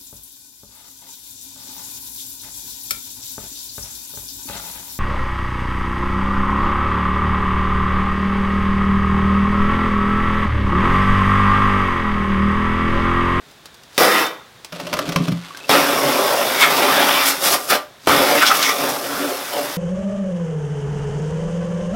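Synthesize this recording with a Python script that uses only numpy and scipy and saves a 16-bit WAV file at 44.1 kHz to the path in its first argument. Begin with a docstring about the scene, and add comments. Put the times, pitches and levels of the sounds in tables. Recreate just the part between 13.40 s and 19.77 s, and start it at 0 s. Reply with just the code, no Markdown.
"""The main source is the jet of a garden hose, breaking into drops inside a plastic tote on a covered porch.
Random impacts excite the tote's resonances: floor drumming, wall rattle, splash in pooled water and mist.
After a first squirt the tote is tipped, scraping and booming on the tiles; two long sprays then rinse it.
Decaying noise makes clicks, slaps and knocks; sines make booms and drips; filtered noise is the garden.
The sound is close, with a short answer from the porch roof, and the same in both channels."""
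import sys
import numpy as np
from scipy import signal
from scipy.fft import rfft, irfft, next_fast_len
from scipy.io import wavfile
from scipy.ndimage import uniform_filter1d, map_coordinates

SR = 44100
rng = np.random.default_rng(int(sys.argv[2]) if len(sys.argv) > 2 else 0)


def unload_wav(signal):
    """Save mono or channel-first audio to the path in sys.argv[1] as 16-bit WAV at rate SR, clipped to [-1, 1]."""
    wavfile.write(
        sys.argv[1],
        SR,
        np.round(np.clip(np.atleast_2d(signal).T, -1, 1) * 32767).astype(np.int16),
    )


N = 280917
TIME = np.arange(N) / SR  # s
SIZE = next_fast_len(N + SR)  # transform length, padded by a second or more
HZ = np.fft.rfftfreq(SIZE, 1 / SR)

# the tote's rim knocks on the tiles: [t/s, reference level/dB]
KNOCKS = [(1.322, -19), (1.3974, -16), (1.4667, -18), (1.5282, -10.5), (1.5367, -9.5), (1.567, -16),
          (1.589, -7.5), (1.6746, -22), (1.6894, -13), (1.72, -14.5), (1.7594, -5.5), (1.8805, -15.5),
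          (1.918, -19)]
# clicks of the nozzle, the handle and big drops, and a short slap of the jet at 3.367 s: [t/s, level/dB]
CLICKS = [(0.111, -40), (0.2567, -32), (0.3433, -39), (0.434, -41), (0.865, -23), (1.2465, -28),
          (1.857, -38), (2.172, -29), (2.284, -35), (3.367, -16), (5.152, -15), (5.227, -11)]
# drips into the pooled water: [t/s, level/dB, starting f/Hz]
DRIPS = [(2.041, -31, 2120), (2.107, -24, 1120), (2.147, -24.5, 1540), (2.208, -29, 2570),
         (2.243, -23, 2640)]
# the edge drags over the tiles until about 2 s, then a little water trickles in the tote:
# [t/s, driving level/dB (the pressure, while it drags)]
DRAG_AND_TRICKLE = [(1.33, -34.5), (1.49, -31.5), (1.57, -27), (1.87, -27), (1.98, -49), (2.29, -42.5)]
# the panels flex and boom as the tote is tipped: [t/s, level/dB]
FLEXES = [(1.3245, -38), (1.429, -38), (1.5288, -26.5), (1.679, -21), (1.7592, -15.5), (1.7979, -14.5),
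          (1.8814, -17), (1.917, -19)]
# the jet rings ribs, corners and panels; the 103 Hz row is the low thud of its third arrival:
# [t/s, level/dB, f/Hz, swell length/s]
RIB_CROSSINGS = [(0.737, -19, 1900, 0.053), (0.78, -23, 2600, 0.025), (2.342, -29, 4900, 0.024),
                 (2.347, -16, 1250, 0.024), (2.905, -23.5, 583, 0.23), (3.228, -14, 3370, 0.014),
                 (3.233, -13.5, 2200, 0.02), (3.238, -10.5, 1270, 0.014), (3.444, -23, 404, 0.045),
                 (3.659, -26.5, 850, 0.15), (4.696, -26, 103, 0.016), (4.715, -13, 1200, 0.018),
                 (5.024, -18, 2280, 0.0092), (5.029, -8.5, 1400, 0.0091), (5.073, -13.5, 3390, 0.012),
                 (5.078, -16.5, 5360, 0.013), (5.115, -11.5, 1270, 0.01), (5.256, -23, 5700, 0.04),
                 (5.793, -29.5, 1400, 0.088)]
# squeezes of the nozzle: [jet arrives t/s, valve shuts t/s, first slap level/dB, its thud level/dB,
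# base mist level at the start/dB, base mist level at the end/dB]
SQUEEZES = [(0.579, 0.819, -2.5, -10.5, -24.5, -29), (2.293, 4.358, -14, -9, -27, -26),
            (4.6718, 6.37, -21, -7.5, -25.5, -29)]
# the hand's path, one table a squeeze: [t/s, force level on the plastic/dB, aim from -1 side wall to 1 floor]
HAND_PATHS = [
    [(0.58, -16, 0.1), (0.63, -14, 0.12), (0.72, -20.5, -0.038), (0.81, -20.5, -0.12)],
    [(2.33, -15.5, -0.04), (2.46, -21.5, 0.056), (2.58, -20.5, 0.57), (2.72, -20, 0.22), (2.95, -20.5, 0.5),
     (3.18, -26, -0.36), (3.32, -19.5, -0.097), (3.42, -19.5, -0.27), (3.62, -18, -0.11),
     (3.83, -24.5, -0.88), (3.98, -31, 0.19), (4.26, -36, 0.4)],
    [(4.68, -19, 0.024), (4.9, -17.5, 0.24), (4.96, -16, 0.46), (5.02, -23.5, -0.75), (5.17, -27, -0.31),
     (5.23, -25.5, -1.1), (5.3, -22, -0.64), (5.35, -27.5, 0.36), (5.44, -22, 0.28), (5.6, -30, 0.38),
     (5.78, -28.5, 0.3), (5.9, -25.5, 0.65), (6.06, -37, -0.37), (6.17, -24, 0.77), (6.37, -37, -0.58)],
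]
# quick swings over the near wall, throwing up mist: [t/s, swell length/s, force level/dB, mist level/dB]
SWINGS = [(3.21, 0.0095, -36, -24), (3.883, 0.024, -37, -19), (4.069, 0.027, -24.5, -18.5),
          (4.135, 0.017, -23, -18.5), (4.304, 0.0093, -28, -21.5), (4.334, 0.02, -17.5, -29),
          (5.167, 0.016, -44, -27.5), (5.5, 0.011, -45, -32)]
# the jet crosses the slack middle of the floor, which rumbles: [t/s, swell length/s, level/dB]
RUMBLES = [(0.76, 0.026, -35), (2.326, 0.02, -22), (2.467, 0.015, -31), (2.66, 0.04, -25.5),
           (3.72, 0.04, -37), (4.735, 0.037, -26.5), (4.965, 0.0095, -29), (5.455, 0.04, -37),
           (5.787, 0.075, -31), (6.243, 0.043, -38)]

# resonances of the tilted tote, in three groups: [f/Hz, width/Hz, relative level/dB]
TILTED_DEEP_MODES = [(128, 35, -19), (170, 63, -18), (260.3, 25, -6), (286.4, 12.5, 1.5), (310, 7.7, -15.5)]
TILTED_FLOOR_MODES = [(365.5, 35, -5.5), (424, 60, -4), (520, 37, -1.5), (568.7, 30, 2.5), (602.8, 14, 3),
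                      (689, 40, -4), (740, 46, -12.5)]
TILTED_WALL_MODES = [(1063, 66, -4), (1190, 31, 2), (1312, 167, -2.5), (1620, 317, -3), (1814, 320, -2.5),
                     (2300, 490, -6), (2830, 480, -7.5), (3565, 370, -8)]
# resonances while it stands flat on the tiles: [f/Hz, width/Hz, relative level/dB]
STANDING_DEEP_MODES = [(111, 46, -40), (208, 7.5, -2.5), (273, 35, -13), (329, 25, 3)]
STANDING_FLOOR_MODES = [(343, 29, -10), (425, 46, -3.5), (512, 55, 0), (597, 60, -5.5), (750, 43, -4.5)]
STANDING_WALL_MODES = [(1050, 81, -2), (1230, 78, -1.5), (1405, 110, -3), (1680, 32, -2), (1940, 60, -4),
                       (2350, 190, -10), (2645, 52, -6.5), (3050, 140, -12), (3600, 69, -4),
                       (4770, 110, -35)]
# the whole empty tote booms: [f/Hz, relative level/dB, t60 without the hand's damping/s]
BOOM_MODES = [(122, -7, 0.24), (147, -13, 0.17), (171.8, 5.5, 0.41), (245, -5, 0.45), (283, 1, 0.11),
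              (410, -13.5, 0.2)]
# a faint ring lingers after the first squirt: [f/Hz, width/Hz, level/dB]
AFTER_RING_MODES = [(1911, 3, -4), (2013, 5, -6), (3666, 7, -20)]

# spectral shapes of the water: [f/Hz, relative level/dB]
SPLASH_SPECTRUM = [(25, -23), (80, -37), (150, -10), (300, -2.5), (450, -2), (800, 4), (1050, 0),
                   (1500, -5), (3000, -18.5), (8000, -48.5)]
PATTER_SPECTRUM = [(1000, -27), (2000, -8), (3400, -0.5), (4200, -0.5), (4800, 2), (5400, 3), (6100, -4.5),
                   (7200, -20), (12000, -6)]
MIST_SPECTRUM = [(1000, -18.5), (3000, -9.5), (5400, 2), (7000, 0.5), (8500, 0), (10500, 2), (13500, 0.5),
                 (15000, -5), (16000, -4)]
# spectral shapes of blows on the plastic: [f/Hz, relative level/dB]
CRACK_SPECTRUM = [(200, -27), (700, -3), (1100, 1.5), (1500, 0), (2500, 1), (4500, -5), (5500, -3),
                  (7200, -14.5), (15000, -16.5)]
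CLACK_SPECTRUM = [(150, -13), (450, -10), (610, 5), (700, -6), (820, -12), (1070, -3.5), (1400, -4.5),
                  (4000, -63)]
TICK_SPECTRUM = [(80, -19), (300, 6), (1500, 3), (2400, 4), (5000, 7), (7000, 0.5), (15000, -7)]
THUD_SPECTRUM = [(30, -36), (70, -20), (110, -10), (200, -7), (300, 0), (600, -4), (1200, -8), (4000, -32)]
# spectral shapes of sand under the rim and of the outdoor background: [f/Hz, relative level/dB]
GRIT_SPECTRUM = [(410, -38), (700, -9), (1070, -4), (1480, -3), (1690, -8), (3540, -6), (7600, -18),
                 (13600, -24.5), (15500, -36)]
GARDEN_SPECTRUM = [(15, -41), (25, -22.5), (64, -10), (96, -10.5), (144, -6.5), (261, -11.5), (425, -10),
                   (905, -12), (1470, -11), (2970, -17), (3680, -11), (3990, -16), (8490, -25.5),
                   (11700, -28.5), (15800, -30)]
# reverberation time of the porch: [f/Hz, t60/s]
PORCH_DECAY = [(150, 0.25), (1000, 0.32), (4000, 0.2), (14000, 0.071)]

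TIPPED_S = 1.5  # the moment at which the floor tips up, its rim still on the tiles
TOP_HZ = 15850  # upper band limit
# pressure stored in the hose gives each squeeze a surge; at shut-off the mist dies before the drumming
SURGE_DB, SURGE_S, RELEASE_DB_PER_S, MIST_RELEASE_DB_PER_S = 2, 0.1, 145, 219
# the valve spits, ever louder, just before the jet arrives
SPIT_DB, SPIT_RISE_DB_PER_S = -35.5, 280
# how the parts answer the jet: (dB above its force, dB more per unit of aim towards the floor)
FLOOR_GAIN, DEEP_GAIN, SPLASH_GAIN, WALL_GAIN = (-5, 8.8), (-14, 1), (-2.5, -1.5), (-1.22, -8)
SWING_AIM = -0.4  # -1 side wall to 1 floor
# mist rises by a share of the force above a usual force, and as the jet glances off the wall (dB per unit aim)
MIST_SHARE, USUAL_FORCE_DB, GLANCE_DB = 0.38, -20.5, 1.5
CLACK_DB = -7.5  # the hollow clack of each knock, relative to the knock's reference level
GRIT_DB, GRIT_SHARE = -28.5, 0.28  # the grit follows only a share of the driving level
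HAND_DAMPING_DB_PER_S = 128  # the hand on the rim shortens each boom


def amp(db):
    """Logarithmic level: decibels to amplitude gain."""
    return 10 ** (np.asarray(db) / 20)


def unit(x):
    """Normalisation: scale to rms 1."""
    return x / np.sqrt(np.mean(x ** 2) + 1e-20)


def along(points, hz):
    """Logarithmic frequency scale: read (f/Hz, value) points between their knots."""
    f, values = np.transpose(points)
    return np.interp(np.log(hz + 1), np.log(f), values)


def curves(rows):
    """Level against time: one dB curve for each column, at -120 dB outside the table."""
    s, *columns = np.transpose(rows)
    return [np.interp(TIME, s, c, left=-120, right=-120) for c in columns]


def wobble(rate):
    """Slow random modulation: a smooth curve through `rate` random knots a second."""
    knots = rng.standard_normal(int(N * rate / SR) + 4)
    coarse_time = TIME[::32]
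    return np.interp(TIME, coarse_time, map_coordinates(knots, [coarse_time * rate]))


def swell(s, length, db):
    """Gaussian envelope: level rises and falls as the jet passes a spot."""
    return amp(db) * np.exp(-.5 * ((TIME - s) / length) ** 2)


def filtered(x, response):
    """Linear filtering: multiply the spectrum of x by a frequency response."""
    return irfft(rfft(x, SIZE) * response, SIZE)[:N]


def unit_gain(response):
    """Noise gain: the rms gain of a response for white noise."""
    return np.sqrt(np.mean(np.abs(response) ** 2))


def colour(points):
    """Minimum phase: fold the cepstrum to get the causal response with this spectrum."""
    cepstrum = irfft(np.log(amp(along(points, HZ))), SIZE)
    cepstrum[1:SIZE // 2] *= 2
    cepstrum[SIZE // 2 + 1:] = 0
    return np.exp(rfft(cepstrum))


def body(modes):
    """Modal superposition: resonances of alternating sign, each falling steeply below its centre."""
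    response = 0
    for k, (centre, width, db) in enumerate(modes):
        resonance = 1j * HZ * width / (centre * centre - HZ ** 2 + 1j * HZ * width)
        high_pass = 1j * HZ / (centre / 2 + 1j * HZ)
        response = response + (-1) ** k * amp(db) * resonance * high_pass
    return response


def impacts(rate, scatter_db):
    """Poisson-like arrivals: tiny impacts at random moments, with clipped log-normal sizes."""
    hit = rng.random(N) < rate / SR
    size_db = scatter_db * np.clip(rng.standard_normal(N), -2.5, 2.5)
    return hit * rng.choice([-1, 1], N) * amp(size_db)


def shower(level, response, rate, scatter_db):
    """Forced vibration: a hail of impacts at the given level excites a body."""
    return filtered(level * unit(impacts(rate, scatter_db)), response / unit_gain(response))


def add(track, s, sound):
    """Superposition: mix a sound into the track at s seconds."""
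    part = track[round(s * SR):][:len(sound)]
    part += sound[:len(part)]


def bursts(times, levels_db, t60, rises):
    """Exponential decay: a short dying burst of noise at each time."""
    envelope = np.zeros(N)
    t = np.arange(SR // 4) / SR
    for s, db, life, rise in np.broadcast(times, levels_db, t60, rises):
        add(envelope, s, amp(db - 60 * t / life) * (1 - np.exp(-t / rise)))
    return envelope * rng.standard_normal(N)


def struck(times, levels_db, spectrum, t60, rises=0.00013):
    """Impact excitation: dying noise bursts coloured by the struck body."""
    response = colour(spectrum)
    return filtered(bursts(times, levels_db, t60, rises), response / unit_gain(response))


def garden():
    """Stationary noise: the outdoor background, with a slight wobble of level."""
    background = unit(filtered(rng.standard_normal(N), colour(GARDEN_SPECTRUM)))
    return amp(-47.5 + 0.31 * wobble(23.0)) * background


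def clicks():
    """Brief impact: plastic parts tick under hands and big drops, and the jet gives one short slap."""
    s, level_db = np.transpose(CLICKS)
    return struck(s, level_db, TICK_SPECTRUM, t60=0.044)


def porch(x, delay=.006, count=20):
    """Reverberation: roof, wall and tiles answer as decaying noise, and the treble dies first."""
    hz, t, z = signal.stft(rng.standard_normal((count, SR // 2)), SR, nperseg=256)
    decay = amp(-60 * t / along(PORCH_DECAY, hz)[:, None])
    tails = signal.istft(z * decay, SR, nperseg=256)[1]
    out = np.zeros(N)
    # each span of the sound gets a fresh echo tail, so no random pitch stands out
    for span, tail in zip(np.array_split(np.arange(N), count), tails):
        add(out, span[0] / SR + delay, signal.fftconvolve(x[span], tail / np.linalg.norm(tail)))
    return out


def valve():
    """Turbulent release: the nozzle spits ever louder as the trigger is pressed."""
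    level = np.zeros(N)
    for arrival in np.transpose(SQUEEZES)[0]:
        level += (TIME < arrival) * amp(SPIT_DB - SPIT_RISE_DB_PER_S * np.abs(arrival - TIME))
    return shower(level, colour(TICK_SPECTRUM), rate=5100, scatter_db=7)


def slaps():
    """Liquid impact: the jet's leading slug hits the plastic with a slap and a thud."""
    s, _, slap_db, thud_db, _, _ = np.transpose(SQUEEZES)
    return struck(s, slap_db, TICK_SPECTRUM, t60=0.011) + struck(s, thud_db, THUD_SPECTRUM, t60=0.058)


def answer(force_db, aim):
    """Modal participation: aim sets how far floor, deep modes, splash and wall respond to the force."""
    gains = (FLOOR_GAIN, DEEP_GAIN, SPLASH_GAIN, WALL_GAIN)
    return np.array([amp(force_db + db + lean_db * aim) for db, lean_db in gains])


def jet():
    """Stored pressure: each squeeze surges, holds and dies, shared by aim among tote parts and mist."""
    parts, mist = np.zeros((4, N)), np.zeros(N)
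    for (start, shut, _, _, first_db, last_db), path in zip(SQUEEZES, HAND_PATHS):
        s, *columns = np.transpose(path)
        force_db, aim = [np.interp(TIME, s, c) for c in columns]
        running = TIME >= start
        since_shut = np.maximum(TIME - shut, 0)
        surge_db = SURGE_DB * np.exp(-np.abs(TIME - start) / SURGE_S)
        parts += running * answer(force_db + surge_db - RELEASE_DB_PER_S * since_shut, aim)
        mist_db = np.interp(TIME, [start, shut], [first_db, last_db])
        mist_db += MIST_SHARE * (force_db - USUAL_FORCE_DB) - GLANCE_DB * aim
        mist += running * amp(mist_db + surge_db - MIST_RELEASE_DB_PER_S * since_shut)
    for s, length, force_db, mist_db in SWINGS:
        parts += np.outer(answer(force_db, SWING_AIM), swell(s, length, 0))
        mist += swell(s, length, mist_db)
    return (*parts, mist)


def wandering(x, depth_db, size=5):
    """Position-dependent excitation: as the point of impact moves, each resonance is favoured in turn."""
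    z = signal.stft(x, nperseg=1024)[2]
    field = rng.standard_normal(z.shape)
    for axis in (0, 1):  # smooth over frequency, then time
        field = uniform_filter1d(field, size, axis)
    gain = unit(amp(depth_db * unit(field)))
    return signal.istft(z * gain, nperseg=1024)[1][:N]


def panel(level, standing_modes, tilted_modes, rate, scatter_db):
    """Boundary condition: tipping the floor up changes the resonances."""
    tilted = TIME > TIPPED_S
    standing_sound = shower(level * ~tilted, body(standing_modes), rate, scatter_db)
    tilted_sound = shower(level * tilted, body(tilted_modes), rate, scatter_db)
    return standing_sound + tilted_sound


def spray(clump_db=1.1, flutter_db=1.5):
    """Jet break-up: drops excite whichever part of the tote they are aimed at."""
    floor, deep, splash, wall, mist = jet()
    deep = deep + sum(swell(*row) for row in RUMBLES)
    clumps = unit(amp(clump_db * wobble(140)))  # the water arrives in uneven slugs
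    flutter = amp(flutter_db * wobble(30))
    rumble = panel(deep, STANDING_DEEP_MODES, TILTED_DEEP_MODES, rate=1500, scatter_db=0.0)
    drum = panel(floor * clumps * flutter, STANDING_FLOOR_MODES, TILTED_FLOOR_MODES, rate=1500, scatter_db=1.0)
    rattle = panel(wall * clumps, STANDING_WALL_MODES, TILTED_WALL_MODES, rate=3000, scatter_db=2.0)
    slosh = shower(splash * clumps, colour(SPLASH_SPECTRUM), rate=2200, scatter_db=3)
    # the drops' own sharp ticks grow both with the blow on the wall and with the amount of mist
    patter_level = np.sqrt(wall * mist) * clumps * amp(-0.9)
    patter = shower(patter_level, colour(PATTER_SPECTRUM), rate=4000, scatter_db=1.0)
    hiss_level = mist * np.sqrt(clumps) * amp(-0.5)
    hiss = shower(hiss_level, colour(MIST_SPECTRUM), rate=12000, scatter_db=6.5)
    return rumble + drum + wandering(rattle + slosh + patter, depth_db=2.1) + hiss


def after_ring(water):
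    """Lightly damped resonance: narrow modes store the first squirt and ring on faintly."""
    return filtered(water * (TIME < TIPPED_S), body(AFTER_RING_MODES))


def ribs(relative_width=0.13):
    """Local resonance: each sound of the jet on a rib, corner or panel swells and fades in one broad mode."""
    out = np.zeros(N)
    for s, db, hz, length in RIB_CROSSINGS:
        resonance = body([(hz, relative_width * hz, 0)])
        out += shower(swell(s, length, db), resonance, rate=5000, scatter_db=3)
    return out


def boom(times, levels_db):
    """Free vibration: each blow rings the tote's low modes at new strengths, damped by the hand."""
    out, t = np.zeros(N), np.arange(SR // 2) / SR
    for s, db in zip(times, levels_db):
        ring = np.zeros(len(t))
        for hz, level_db, t60 in BOOM_MODES:
            mode_db = level_db + rng.normal(0, 1.2) - 60 * t / t60
            ring += amp(mode_db) * np.sin(2 * np.pi * (hz * t + rng.random()))
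        add(out, s, amp(db - HAND_DAMPING_DB_PER_S * t) * ring * (1 - np.exp(-t / 0.004)))
    return out


def tipping(sharp_db=-9, softening=0.055):
    """Stick-slip friction and impact: the rim grates, catches and booms; a faint trickle of water follows."""
    s, knock_db = np.transpose(KNOCKS)
    softness = np.exp(np.clip(softening * (sharp_db - knock_db), 0, 2))  # hard blows snap, light ones scuff
    cracks = struck(s, knock_db + 1.5, CRACK_SPECTRUM, t60=0.023 * softness, rises=0.0023 * softness ** 2)
    clacks = struck(s, knock_db + CLACK_DB, CLACK_SPECTRUM, t60=0.06, rises=0.0011 * softness)
    drive_db, = curves(DRAG_AND_TRICKLE)
    # the same random impacts on the tote's modes serve for the drag and then the trickle
    shudder = shower(amp(drive_db - 7.0), body(TILTED_FLOOR_MODES), rate=360, scatter_db=4.5)
    boom_widths = [(hz, 3 / t60, db) for hz, db, t60 in BOOM_MODES]
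    shudder += shower(amp(drive_db - 6.5), body(boom_widths), rate=270, scatter_db=3.0)
    # the rim grips and lets go, crushing single grains of sand
    catches = unit(amp(2.3 * wobble(50)))
    grit = shower(catches, colour(GRIT_SPECTRUM), rate=1600, scatter_db=4.5)
    active = (TIME > DRAG_AND_TRICKLE[0][0]) & (TIME < DRAG_AND_TRICKLE[-1][0])
    fine_crackle = active * amp(GRIT_DB + GRIT_SHARE * drive_db) * grit
    return cracks + clacks + boom(*np.transpose(FLEXES)) + shudder + fine_crackle


def drips(t60=0.035, rise=1.4):
    """Bubble resonance: each drip traps a bubble whose pitch climbs, by `rise` per second, as it dies."""
    out, t = np.zeros(N), np.arange(SR // 10) / SR
    for s, db, hz in DRIPS:
        envelope = amp(db - 60 * t / t60) * (1 - np.exp(-t / 0.00079))
        add(out, s, envelope * np.sin(2 * np.pi * hz * t * (1 + rise * t / 2)))
    return out


def scene():
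    """Superposition: all sources on the porch, the same in both channels."""
    water = spray() + ribs() + slaps()
    near = water + valve() + tipping() + clicks() + drips()
    mono = near + amp(-11.0) * porch(near) + after_ring(water) + garden()
    return np.array([mono, mono])


def record(dry, ceiling=1.1):
    """Saturation and band limiting: round off the highest peaks, keep nothing above TOP_HZ."""
    rounded = dry / (1 + np.abs(dry / ceiling) ** 6) ** (1 / 6)
    return np.array([filtered(channel, HZ < TOP_HZ) for channel in rounded])


dry = scene()
out = record(dry)
unload_wav(out)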